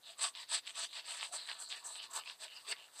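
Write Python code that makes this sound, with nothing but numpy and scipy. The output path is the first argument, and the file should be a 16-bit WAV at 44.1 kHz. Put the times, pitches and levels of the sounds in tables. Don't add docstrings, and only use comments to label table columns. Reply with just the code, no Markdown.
import sys
import numpy as np
from scipy import signal
from scipy.fft import rfft, irfft
from scipy.io import wavfile
from scipy.ndimage import uniform_filter1d

SR = 44100
rng = np.random.default_rng(int(sys.argv[2]) if len(sys.argv) > 2 else 0)


def voltage_ratio(level):
    return 10 ** (np.asarray(level, float) / 20)


def digitize_waveform(pressure):
    field = np.atleast_2d(pressure).T
    bounded = np.clip(field, -1, 1)
    quanta = np.round(bounded * 32767).astype(np.int16)
    wavfile.write(sys.argv[1], SR, quanta)


N = 132300

# (frequency [Hz], density [dB per Hz])
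HISS_SPECTRUM = [(18, -65), (35, -30), (80, -27.5), (300, -22), (700, -16.5), (4500, -27), (6500, -20.5),
                 (15000, -28)]
# (peak [s], rise [s], fall [s], level [dB])
PEEL_STROKES = [
    (.354, 0.003, 0.054, -52),
    (.68, 0.015, .03, -51.5),
    (.754, 0.003, 0.03, -52.5),
    (.96, 0.052, 0.066, -56),
    (1.23, 0.046, 0.027, -51.5),
    (1.49, 0.029, 0.027, -55),
    (1.703, 0.004, 0.03, -54),
    (2.29, .05, 0.04, -55.5),
    (2.49, 0.055, 0.043, -62.5),
    (2.81, 0.05, 0.058, -60.5),
]
# (start [s], peak level [dB], pitch [Hz])
BUBBLE_POPS = [(0.3517, -28, 3540), (0.674, -25, 3400), (0.7573, -35, 4050), (0.93, -33, 3630),
               (0.7508, -37, 3500), (.764, -36, 3000), (.8715, -37, 4300), (.996, -31, 3000),
               (1.107, -31, 4000), (1.237, -33, 3200), (1.246, -32, 2490), (1.4555, -35, 3500),
               (1.699, -32, 4000), (1.711, -33, 4300), (1.7182, -31, 3800), (1.741, -33, 2900),
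               (1.748, -34, 2900), (1.9515, -35, 3800), (1.956, -29, 3800), (2.2965, -34, 3500),
               (2.416, -40, 4480), (2.4435, -34, 4000), (2.501, -42, 3000), (2.518, -39, 2800),
               (2.613, -44, 3500), (2.79, -41, 2900), (2.828, -43, 3000), (0.9685, -29.5, 3220),
               (1.1752, -34, 3860), (1.2292, -30, 1100), (1.5155, -36, 1100), (1.2098, -25, 4000),
               (1.225, -34, 3530), (1.2294, -20.5, 2770), (1.4745, -32, 3840), (1.489, -29, 3150),
               (1.498, -27, 3900), (1.5156, -24, 3020), (1.703, -29, 4290), (1.7259, -21.5, 3300),
               (2.162, -28, 3700), (2.2365, -37, 2870), (2.2764, -30, 2820), (2.299, -26, 3350),
               (2.4357, -34, 2970), (2.4672, -38, 3390), (2.482, -37, 2980), (2.5209, -39, 3400),
               (2.7666, -37.5, 3320), (2.806, -43, 3230), (2.886, -49, 1530)]
# (peak [s], rise [s], fall [s], level [dB], fizz relative to it [dB])
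TIP_FLICKS = [(0.111, 0.053, 0.024, -61, -25), (0.237, 0.028, 0.038, -38, -35),
              (.192, .007, 0.013, -49.5, -30), (.496, 0.0082, 0.013, -50, -30),
              (.585, 0.018, .007, -46.5, -28), (2.137, 0.0055, .012, -42, -30),
              (2.115, 0.009, .012, -50.5, -25), (.84, .02, 0.022, -45, -25), (1.95, 0.037, 0.031, -52, -20),
              (0.405, 0.025, 0.027, -54.5, -16), (0.54, 0.025, 0.032, -36.5, -32),
              (0.706, 0.033, 0.022, -55.5, -28), (0.79, 0.025, 0.048, -42, -28),
              (0.979, 0.051, 0.034, -55.5, -19), (1.089, 0.025, 0.085, -46.5, -23),
              (1.248, 0.034, 0.036, -49.5, -25), (1.336, 0.011, 0.035, -41, -25),
              (1.515, 0.16, 0.058, -56.5, -18), (1.605, 0.012, 0.04, -47, -20),
              (1.714, 0.037, 0.03, -50.5, -21), (1.765, 0.011, 0.037, -53, -18),
              (1.855, 0.01, 0.059, -46, -20), (2.044, 0.021, 0.029, -54, -23),
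              (2.165, 0.016, 0.022, -39.5, -34), (2.305, 0.089, 0.058, -62, -28),
              (2.436, 0.028, 0.02, -51, -14.5), (2.57, 0.053, 0.14, -65.5, -9),
              (2.711, 0.027, 0.017, -42.5, -19), (2.826, 0.064, 0.078, -68.5, -18),
              (3.038, 0.061, 0.1, -46, -12)]
# (peak [s], rise [s], fall [s], level [dB], squelch relative to it [dB])
FOAM_SCRUBS = [(0.099, 0.039, 0.039, -55.5, -11), (0.245, 0.034, 0.032, -36.5, -9.5),
               (0.378, 0.029, 0.051, -49, -11.5), (0.545, 0.036, 0.032, -38, -28),
               (.586, 0.022, .007, -44, -12), (.845, 0.019, .012, -44.5, -14), (2.046, .015, .006, -54, -9),
               (0.695, 0.048, 0.019, -52.5, -5.5), (0.81, 0.044, 0.039, -42.5, -8.5),
               (0.988, 0.047, 0.02, -45.5, -8), (1.117, 0.057, 0.072, -45.5, -7),
               (1.236, 0.045, 0.04, -47, -6), (1.346, 0.023, 0.093, -50, -7),
               (1.499, 0.018, 0.033, -45.5, -6.5), (1.613, 0.09, 0.032, -57.5, 0.5),
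               (1.725, 0.016, 0.057, -46, -9), (1.936, 0.17, 0.21, -59, -2),
               (2.036, 0.062, 0.026, -49, -12.5), (2.177, 0.036, 0.03, -45.5, -0.5),
               (2.288, 0.028, 0.048, -51, -5), (2.445, 0.035, 0.024, -49, -6),
               (2.568, 0.066, 0.045, -54.5, -8), (2.729, 0.047, 0.0056, -40, -9.5),
               (2.805, 0.076, 0.088, -61.5, -2), (3.02, 0.063, 0.008, -52, -8.5)]
# (peak [s], rise [s], fall [s], level [dB], pitch [Hz])
WHISTLES = [(.245, 0.045, 0.04, -50.5, 1143), (.1, .03, .03, -67, 683), (0.388, 0.031, 0.038, -59.5, 1007),
            (1.51, 0.028, .04, -56, 995), (2.175, .015, 0.013, -49.5, 1020), (2.3, .03, 0.022, -59, 1040),
            (2.67, 0.027, 0.035, -61, 1140), (.83, 0.054, .03, -50, 6000), (2.45, .03, 0.034, -63, 622),
            (.42, 0.034, 0.023, -62, 1900), (1.88, 0.049, 0.028, -58, 1020),
            (2.14, 0.043, 0.059, -57.5, 1040), (2.165, 0.038, 0.033, -60.5, 12100),
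            (1.393, 0.056, 0.14, -52, 3990), (1.642, 0.043, 0.058, -53, 4290),
            (1.77, 0.022, 0.022, -56.5, 1850), (1.904, 0.042, 0.078, -55.5, 3990),
            (2.0, .05, 0.016, -53, 3040), (2.276, 0.023, 0.025, -51.5, 2520),
            (2.571, 0.097, 0.032, -54.5, 2910), (2.575, 0.037, 0.018, -51, 4720),
            (2.714, 0.03, 0.02, -43.5, 4375), (2.72, 0.025, 0.015, -41.5, 2850),
            (2.81, 0.045, 0.055, -58, 2900), (1.6, .015, .03, -52, 8100), (2.71, 0.031, 0.029, -62.5, 413)]
# (peak [s], half length [s], level [dB], pitch [Hz], glide [octaves per s])
SLIDING_POCKETS = [(.08, .04, -58.5, 3700, -1), (0.834, .03, -43.5, 4300, 3), (0.922, .04, -56.5, 3920, 2),
                   (1.12, 0.042, -51, 4300, 2.5), (1.17, 0.024, -58, 1800, 0),
                   (1.734, 0.031, -49.5, 3370, -9), (1.781, 0.024, -52.5, 2720, -1),
                   (2.018, 0.042, -53, 3280, -3), (2.2, .025, -51.5, 2880, -2.5),
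                   (2.729, .015, -49, 1985, -4), (1.503, 0.029, -53.5, 1756, -1),
                   (1.336, 0.034, -58, 700, -1)]
# (frequency [Hz], width [Hz], level [dB])
PEEL_RESONANCES = [(1510, 2200, -25.5), (2940, 1300, 1.5), (4300, 1300, -8), (7840, 710, -1.5)]
# (frequency [Hz], width [Hz], level [dB])
TIP_RESONANCES = [(6150, 1170, -0.5), (7550, 750, 4.5), (8095, 766, 10.5), (9270, 2240, -12)]
# (frequency [Hz], width [Hz], level [dB])
FIZZ_RESONANCES = [(10000, 1800, -13), (12360, 3000, 9.5), (14300, 2000, -20)]
# (frequency [Hz], width [Hz], level [dB])
SCRUB_RESONANCES = [(1780, 540, -6), (2772, 610, -3), (3630, 675, 0), (4638, 826, 0.5)]
# (frequency [Hz], width [Hz], level [dB])
SQUELCH_RESONANCES = [(418, 118, -11.5), (645, 240, -8), (942, 343, 0), (1486, 240, -4.5)]
# (frequency [Hz], width [Hz], level [dB])
ROOM_MODES = [(675, 36, -2), (1005, 45, 0), (1130, 36, -2), (1320, 45, -4), (1745, 70, -4)]

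PATCHY_DB = 1.5
EDGE_DB, EDGE_POWER = 7.5, 1.94


def unit(x):
    return x / np.sqrt(np.mean(x ** 2))


def resonance(x, hz, width_hz):
    b, a = signal.iirpeak(min(hz, 0.45 * SR), hz / width_hz / 1.5, fs=SR)
    return signal.lfilter(b, a, signal.lfilter(b, a, x))


def wander(rate_hz):
    hold = int(SR / rate_hz)
    steps = np.repeat(rng.standard_normal(N // 20), hold)[:N]
    return unit(uniform_filter1d(steps, hold))


def slips(per_s, spread_db, wet):
    happens = rng.random(N) < per_s / SR
    size = np.minimum(rng.exponential(size=N), 4)
    sign = np.sign(rng.standard_normal(N))
    clicks = happens * voltage_ratio(spread_db * size) * sign
    return unit(clicks) + wet * rng.standard_normal(N)


def body(x, resonances, rate_hz):
    out = np.zeros(N)
    for k, (hz, width_hz, db) in enumerate(resonances):
        level = voltage_ratio(db + PATCHY_DB * wander(rate_hz)) * np.sqrt(width_hz)
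        out += (-1) ** k * level * unit(resonance(x, hz, width_hz))
    return unit(out)


def strokes(table, side=False):
    columns = np.array(table).T[:, :, None]
    peak, rise, fall, db = columns[:4]
    hop = 64
    away = np.arange(0, N + hop, hop) / SR - peak
    edge = np.abs(away / np.where(away < 0, rise, fall)) ** EDGE_POWER
    shape_db = db + side * columns[-1] - EDGE_DB * edge
    pressure = np.sqrt(np.sum(voltage_ratio(shape_db) ** 2, axis=0))
    return np.interp(np.arange(N), np.arange(away.shape[1]) * hop, pressure)


def hiss():
    hz, db = np.array(HISS_SPECTRUM).T
    f = np.arange(N // 2 + 1) * SR / N + 1
    colour = voltage_ratio(np.interp(np.log(f), np.log(hz), db))
    return voltage_ratio(-68.5) * unit(irfft(rfft(rng.standard_normal(N)) * colour, N))


def tiled_echo(brush):
    t60_s, level_db, gap_s = 0.099, -14, 0.003
    t = np.arange(SR // 2) / SR
    tail = rng.standard_normal(len(t)) * voltage_ratio(-60 * t / t60_s) * (t > gap_s)
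    return voltage_ratio(level_db) * signal.fftconvolve(brush, tail / np.sqrt(np.sum(tail ** 2)))[:N]


def peel():
    crackle = slips(per_s=340, spread_db=3.5, wet=0.073)
    return strokes(PEEL_STROKES) * body(crackle, PEEL_RESONANCES, rate_hz=40)


def pops():
    cycles, trim_db = 1.23, -3.5
    out, t = np.zeros(N), np.arange(200) / SR
    for at, db, hz in BUBBLE_POPS:
        swell_and_decay = (t * hz) ** 2 * np.exp(-t * hz * 3.12 / cycles)
        burst = np.sin(2 * np.pi * hz * t) * swell_and_decay
        i = int(at * SR)
        out[i:i + len(t)] += voltage_ratio(db + trim_db) * burst / np.abs(burst).max()
    return signal.sosfilt(signal.butter(2, 600, "high", fs=SR, output="sos"), out)


def tips():
    judder = voltage_ratio(1.7 * wander(80) + 0.55 * wander(300))
    rasp = slips(per_s=5200, spread_db=3.6, wet=1.0) * judder
    main = strokes(TIP_FLICKS) * body(rasp, TIP_RESONANCES, rate_hz=18)
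    fizz = strokes(TIP_FLICKS, side=True) * body(rasp, FIZZ_RESONANCES, rate_hz=25)
    return main + voltage_ratio(-5.5) * fizz


def whistles(drag):
    out = np.zeros(N)
    for row in WHISTLES:
        hz = row[-1]
        out += strokes([row]) * unit(resonance(drag, hz, 0.11 * hz))
    return out


def glides(drag):
    width = 0.12
    out, t = np.zeros(N), np.arange(N) / SR
    for at, half, db, hz, octaves in SLIDING_POCKETS:
        pitch = hz * 2 ** (octaves * np.clip(t - at, -2 * half, 2 * half))
        turn = np.exp(2j * np.pi * np.cumsum(pitch) / SR)
        keep = np.exp(-2 * np.pi * width * hz / SR)
        smooth = signal.lfilter([1], [1, -2 * keep, keep ** 2], drag / turn)
        out += strokes([(at, half, half, db)]) * unit((smooth * turn).real)
    return out


def squelch(judder):
    wet = slips(per_s=1500, spread_db=4.16, wet=0.63) * judder
    scrubs, flicks = strokes(FOAM_SCRUBS, side=True), strokes(TIP_FLICKS)
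    press = np.hypot(voltage_ratio(-7.0) * scrubs, voltage_ratio(-15.0) * flicks)
    room_ring = np.hypot(voltage_ratio(-7.5) * scrubs, voltage_ratio(-14.5) * flicks)
    broad = press * body(wet, SQUELCH_RESONANCES, rate_hz=22)
    return broad + room_ring * body(wet, ROOM_MODES, rate_hz=8.95)


def scrub():
    judder = voltage_ratio(1.11 * wander(70) + 0.8 * wander(250))
    drag = slips(per_s=2000, spread_db=3.1, wet=0.68) * judder
    foam = strokes(FOAM_SCRUBS) * body(drag, SCRUB_RESONANCES, rate_hz=17)
    return foam + squelch(judder) + whistles(drag) + glides(drag)


def scene():
    brush = peel() + pops() + tips() + scrub()
    fade_in = np.minimum(np.arange(N) / SR / 0.02 + 0.87, 1)
    return ((hiss() + tiled_echo(brush) + brush) * fade_in)[None]


def top_cut(x):
    return signal.sosfilt(signal.butter(12, 15570, fs=SR, output="sos"), x)


def record(dry):
    for hz, share in ((5500, 0.33), (6750, 0.32)):
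        b, a = signal.iirnotch(hz, 7.0, fs=SR)
        dry = dry + share * (signal.lfilter(b, a, dry) - dry)
    treble_limit = signal.ellip(8, 0.2, 30, 15080, fs=SR, output="sos")
    mix = signal.sosfilt(treble_limit, dry)
    return top_cut(mix)


dry = scene()
out = record(dry)
digitize_waveform(out)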